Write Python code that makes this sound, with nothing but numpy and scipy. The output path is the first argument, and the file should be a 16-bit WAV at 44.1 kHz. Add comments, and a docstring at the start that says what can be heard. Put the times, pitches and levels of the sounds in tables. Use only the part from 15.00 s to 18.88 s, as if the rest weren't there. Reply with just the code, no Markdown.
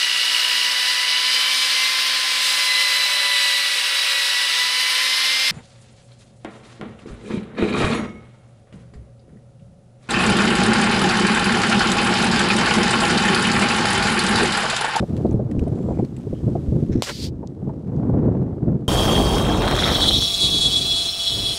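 """A water rocket launches from a grass field while gusts buffet the microphone.
Throughout, filtered noise makes the wind and hissing grass, and short noise bursts make the thuds of eddies.
Hose and launcher tick, thin leaks hiss as gliding resonances, and the bottle neck creaks in tiny jerks.
At two seconds a pulse pops the bottle free amid a jet of water noise, then the last air blasts out,
both with a ground echo; a rain of tiny random hits is the spray, and two stray drops land close by."""
import sys
import numpy as np
from scipy import signal
from scipy.fft import rfft, irfft
from scipy.io import wavfile

SR = 44100
rng = np.random.default_rng(int(sys.argv[2]) if len(sys.argv) > 2 else 0)


def persist_wave(psi):
    """Save psi, clipped to +-1, as 16-bit WAV."""
    counts = np.round(np.clip(psi, -1, 1) * 32767).astype(np.int16)
    wavfile.write(sys.argv[1], SR, np.atleast_2d(counts).T)


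N = 171108  # length in samples
T = np.arange(N) / SR  # time of each sample in seconds
POP_S = 2.0225  # moment the bottle pops free

# tone of small dry clicks, for grass crackles and launcher ticks: f/Hz, level/dB
CLICK_COLOUR = [(500,-7),(2200,10.5),(5000,2),(9000,-0.5),(15000,-21)]


def amp(db):
    """Turns decibels into a gain."""
    return 10 ** (np.asarray(db) / 20)


def unit(x):
    """Scales a sound to an rms (average strength) of 1."""
    return x / np.sqrt(np.mean(x ** 2) + 1e-20)


def level(points):
    """Gain over time, drawn through (t/s, level/dB) points."""
    return amp(np.interp(T, *np.transpose(points)))


def burst(points):
    """Gain over time like level, but practically silent outside its points."""
    return amp(np.interp(T, *np.transpose(points), left=-150, right=-150))


def colour(x, points):
    """Filters a sound to the spectrum in (f/Hz, level/dB) points, without ringing ahead of time."""
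    f, db = np.transpose(points)
    hz = abs(np.fft.fftfreq(4096, 1 / SR))
    log_gain = np.log(amp(np.interp(np.log(hz + 1), np.log(f), db)))
    # the Hilbert transform finds the phase that puts the filter's energy as early as possible
    spectrum = np.exp(np.conj(signal.hilbert(log_gain)))
    taps = np.fft.ifft(spectrum).real
    return signal.fftconvolve(x, taps)[:len(x)]


def noise(points):
    """Coloured noise of rms 1."""
    return unit(colour(rng.standard_normal(N), points))


def wander(top_hz):
    """Random motion of rms 1, mostly slower than top_hz, with softly limited peaks."""
    hz = np.fft.rfftfreq(N, 1 / SR)
    drop_slowest = hz / (hz + top_hz / 4)
    drop_fastest = 1 / np.sqrt(1 + (hz / top_hz) ** 4)
    motion = irfft(rfft(rng.standard_normal(N)) * drop_slowest * drop_fastest, N)
    return unit(np.tanh(.5 * unit(motion)))


def resonate(x, hz, width_hz):
    """A steep resonance of rms 1 around hz, which may move."""
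    turn = np.exp(2j * np.pi * np.cumsum(hz * np.ones(len(x))) / SR)
    pole = np.exp(-np.pi * width_hz / SR)
    # shift the resonance down to 0 Hz, smooth twice, shift it back up
    smoothed = signal.lfilter([1], np.poly([pole, pole]), x / turn)
    return unit((turn * smoothed).real)


def snap(points):
    """One sharp pressure pulse of peak 1."""
    pulse = colour(signal.unit_impulse(2048), points)
    return pulse / abs(pulse).max()


def add(mix, s, sound):
    """Mixes a sound in at time s, cutting what runs past the end."""
    part = mix[round(s * SR):][:len(sound)]
    part += sound[:len(part)]


def wind():
    """Turbulent eddies at the microphone make bass, rumble and flutter swell together."""
    # strength of the gusts: t/s, level/dB
    gusts = [(0,-15.5),(.07,-35),(.11,-22.5),(.33,-23),(.44,-24),(.93,-23),(1.09,-30.5),(1.38,-29.5),(1.49,-18),(1.62,-26),(1.77,-19),(1.87,-26),(1.98,-18.5),(2.05,-43.5),(2.23,-26.5),(2.53,-33.5),(2.7,-26),(2.81,-31),(3.0,-19.5),(3.26,-15.5),(3.6,-26),(3.69,-16),(3.88,-31.5)]
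    # balance of the wind: t/s, deep bass before joint scaling/dB, flutter relative to rumble/dB
    wind_tone = [(.9,-6,-16),(1.9,-5,-25),(2.449,-2,-17.5),(3.249,-12.5,-14),(3.8,-13.5,-18)]
    # spectra of deep bass, rumble and flutter: f/Hz, level/dB
    deep_colour = [(30,-21),(70,13),(130,10),(1500,-94.5)]
    rumble_colour = [(25,-42),(65,-11),(130,1),(320,-6.5),(480,-17.5),(800,-42),(3200,-99.5)]
    flutter_colour = [(100,-9),(500,1),(750,-6.5),(1000,-15),(1600,-27.5),(2500,-40.5),(14000,-81.5)]
    eddy_hz, eddy_db = 33, 1.86  # speed of the eddies, depth in the rumble
    flutter_db, own_flutter_db, own_flutter_hz = 2.5, 2.5, 111  # depth with the eddies, depth and speed alone

    eddies = wander(eddy_hz)
    s, deep_tone_db, flutter_tone_db = np.transpose(wind_tone)
    deep = amp(np.interp(T, s, deep_tone_db)) * noise(deep_colour)
    rumble = unit((noise(rumble_colour) + deep) * amp(eddy_db * eddies))
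    flutter_swing_db = flutter_db * eddies + own_flutter_db * wander(own_flutter_hz)
    flutter = unit(noise(flutter_colour) * amp(flutter_swing_db))
    return level(gusts) * (rumble + amp(np.interp(T, s, flutter_tone_db)) * flutter)


def grass():
    """Dry grass hisses and crackles faintly in the wind: steady noise plus sparse random clicks."""
    # strength of the hiss: t/s, level/dB
    hiss = [(.22,-55),(.43,-64),(.65,-58),(1.0,-57),(1.12,-60),(1.4,-56.5),(1.95,-57.5),(2.32,-68),(3.15,-64.5),(3.42,-67)]
    # spectrum of the hiss: f/Hz, level/dB
    hiss_colour = [(1200,8),(2300,-1.5),(3500,-0.5),(8500,-6),(11000,-13.5),(15500,-20.5)]
    crackles_per_s, crackle_db, spread_db = 90, -9.5, 3  # rate, level below the hiss, spread in strength

    happens = rng.random(N) < crackles_per_s / SR
    strength = amp(spread_db * np.minimum(rng.exponential(1, N), 3))
    crackle = unit(colour(happens * strength, CLICK_COLOUR))
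    return level(hiss) * (noise(hiss_colour) + amp(crackle_db) * crackle)


def thuds():
    """Strong eddies hit the microphone: a quick push that dies away, brighter for small eddies."""
    # single eddies: t/s, level/dB, treble corner f/Hz
    buffets = [(.024,-18,660),(.246,-10.5,600),(.288,-15,360),(.338,-12,420),(.392,-21.5,640),(.574,-14.5,360),(.614,-15.5,440),(.663,-20,620),(.8,-20,520),(.884,-18.5,680),(.903,-19.5,720),(.987,-14,660),(1.02,-14.5,340),(1.265,-21,500),(1.325,-20,540),(1.475,-16,540),(1.55,-17,640),(1.679,-15.5,260),(1.72,-17,500),(1.756,-15.5,500),(1.823,-16,440),(1.89,-15.5,300),(1.951,-13,360),(2.426,-29,780),(2.671,-21,540),(2.691,-28,850),(3.135,-17.5,600),(3.275,-15.5,560)]
    # spectrum of an eddy: multiple of its corner frequency, level/dB
    buffet_colour = [(.07,-11),(.28,0),(1.05,-10.5),(6,-85)]
    peak_s = .0055  # time for the push to reach its peak

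    out = np.zeros(N)
    u = np.arange(SR // 20) / SR / peak_s
    swell = u * np.exp(1 - u)
    for s, db, corner_hz in buffets:
        grit = swell * rng.standard_normal(len(u))
        push = colour(grit, np.multiply(buffet_colour, (corner_hz, 1)))
        # equal energy before the level is set, whatever the corner
        add(out, s, amp(db) * push * np.linalg.norm(swell) / np.linalg.norm(push))
    return out


def ticks():
    """Hose and launcher tick under pressure: a dry noise click plus a short ring, both dying away."""
    # ticks: t/s, level before the fade/dB, ring f/Hz
    tick_list = [(.166,-42,3630),(.176,-46,2100),(.264,-51,3700),(0.31,-47,6100),(.327,-51,9100),(0.513,-42,2000),(.593,-41,2650),(.638,-51,4500),(.679,-48.5,8500),(1.048,-45,4030),(1.165,-43.5,7400),(1.185,-51,8100)]
    rise_s, decay_s = 0.00084, 0.0037
    ring_width_hz, ring_db = 1090, -2.5  # ring level is relative to the click

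    out, t = np.zeros(N), np.arange(SR // 20) / SR
    fade = np.minimum(t / rise_s, 1) * np.exp(-t / decay_s)
    for s, db, hz in tick_list:
        grit = rng.standard_normal(len(t))
        click = unit(colour(grit, CLICK_COLOUR))
        ring = amp(ring_db) * resonate(grit, hz, ring_width_hz)
        add(out, s, amp(db) * (click + ring) * fade)
    return out


def leaks():
    """Air escapes the pressurised launcher: thin hisses that glide in pitch and spit in strength."""
    # leaks: t/s, length/s, level before fades and spitting/dB, start f/Hz, end f/Hz
    leak_list = [(.69,0.35,-69.5,7150,7750),(.92,0.11,-61,2400,2080),(1.33,.08,-63,3020,3180)]
    width_hz, spit_db, spit_hz = 460, 4.0, 55  # width of each hiss, depth and speed of the spitting

    out = np.zeros(N)
    spits = unit(amp(spit_db * wander(spit_hz)))
    for s, length_s, db, start_hz, end_hz in leak_list:
        window = signal.windows.tukey(int(length_s * SR), .5)  # fades in and out
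        glide_hz = np.linspace(start_hz, end_hz, len(window))
        hiss = resonate(rng.standard_normal(len(window)), glide_hz, width_hz)
        add(out, s, amp(db) * window * hiss * spits[round(s * SR):][:len(window)])
    return out


def creak():
    """The bottle neck slips on its seal in tiny jerks just before it lets go, exciting resonances."""
    # strength of the creak: t/s, level/dB
    creak_level = [(1.91,-67),(1.93,-51),(1.965,-54.5),(2.02,-56)]
    # resonances: f/Hz, level relative to each other/dB
    modes = [(1850,-1),(3900,-4.5),(5350,-3.5)]
    slips_per_s, width_hz = 900, 1400

    slips = (rng.random(N) < slips_per_s / SR) * rng.standard_normal(N)
    rings = sum(amp(db) * resonate(slips, hz, width_hz) for hz, db in modes)
    return burst(creak_level) * unit(rings)


def jet():
    """Pressure drives the water out: bright noise whose strength flickers quickly."""
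    # strength before flicker and echo: t/s, level/dB
    jet_level = [(2.021,-41),(2.024,-30.5),(2.036,-28),(2.06,-33.5),(2.1,-34),(2.13,-52)]
    # spectrum: f/Hz, level/dB
    jet_colour = [(1800,-5),(3200,2.5),(4800,3),(9000,-6.5),(11500,-15.5),(15500,-22)]
    rough_db, rough_hz = -1.2, 400  # depth and speed of the flicker
    return burst(jet_level) * noise(jet_colour) * amp(rough_db * wander(rough_hz))


def ground_echo(exhaust):
    """The ground reflects jet and blast; the echo lags more as the bottle climbs."""
    start_s, growth_s_per_s = .00078, .0155  # lag at the pop, its growth per second
    share = .38  # echo gain relative to the direct sound
    lag = start_s + growth_s_per_s * np.maximum(T - POP_S, 0)
    echo = np.interp(T - lag, T, exhaust)
    return (exhaust + share * echo) / np.hypot(1, share)  # keeps the overall strength about equal


def pop():
    """The bottle comes free with a single sharp pressure pulse."""
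    # spectrum: f/Hz, level/dB
    pop_colour = [(60,-19),(550,8),(1100,0.5),(1800,-15.5),(3100,-4),(4500,-1.5),(5800,-21),(7600,-8),(16000,-34)]
    out = np.zeros(N)
    add(out, POP_S, -amp(-2.8) * snap(pop_colour))  # peak of -2.8 dB, turned upside down
    return out


def blast():
    """The last air bursts out after the water: deeper noise that sputters."""
    # strength before sputter and echo: t/s, level/dB
    blast_level = [(2.04,-75),(2.069,-32),(2.082,-34),(2.097,-25),(2.106,-32.5),(2.113,-36),(2.13,-59)]
    # spectrum: f/Hz, level/dB
    blast_colour = [(100,-2),(450,4),(950,-3),(1400,0),(2200,-2.5),(2800,-6),(15500,-33)]
    sputter_db, sputter_hz = -3.0, 400  # depth and speed of the sputter
    return burst(blast_level) * noise(blast_colour) * amp(sputter_db * wander(sputter_hz))


def spray():
    """Many droplets hit the grass at random moments, in ragged surges."""
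    # strength of the patter: t/s, level/dB
    spray_level = [(2.08,-50),(2.11,-38.5),(2.2,-37),(2.252,-33),(2.285,-46),(2.303,-64)]
    # spectrum: f/Hz, level/dB
    spray_colour = [(1300,-21),(2800,-8.5),(3900,-1.5),(4600,2),(5600,-6),(11500,-21),(15500,-27)]
    drops_per_s, surge_db, surge_hz = 12000, 1, 60  # rate, depth and speed of the surges

    hits = (rng.random(N) < drops_per_s / SR) * rng.standard_normal(N)
    surges = amp(surge_db * wander(surge_hz))
    return burst(spray_level) * unit(colour(hits * surges, spray_colour))


def stray_drops():
    """Stray drops land by the microphone, each one sharp pulse."""
    # drops: t/s, peak level/dB
    drop_list = [(2.474,-30.5),(2.964,-44.5)]
    # spectrum: f/Hz, level/dB
    drop_colour = [(2000,-21),(3700,-1),(6500,2),(16000,-40)]
    out = np.zeros(N)
    for s, db in drop_list:
        add(out, s, amp(db) * snap(drop_colour))
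    return out


def scene():
    """Everything at one microphone in the open air."""
    field = wind() + grass() + thuds()
    waiting = ticks() + leaks() + creak()
    launch = ground_echo(jet() + blast()) + pop()
    falling_water = spray() + stray_drops()
    return (field + waiting + launch + falling_water)[None]


def record(dry):
    """The recorder's band limit: a steep filter removes what lies above its cutoff."""
    cut_hz = 15650
    taps = signal.firwin(511, cut_hz, window=("kaiser", 9), fs=SR)
    return signal.oaconvolve(dry, taps[None], "same")


dry = scene()
out = record(dry)
persist_wave(out)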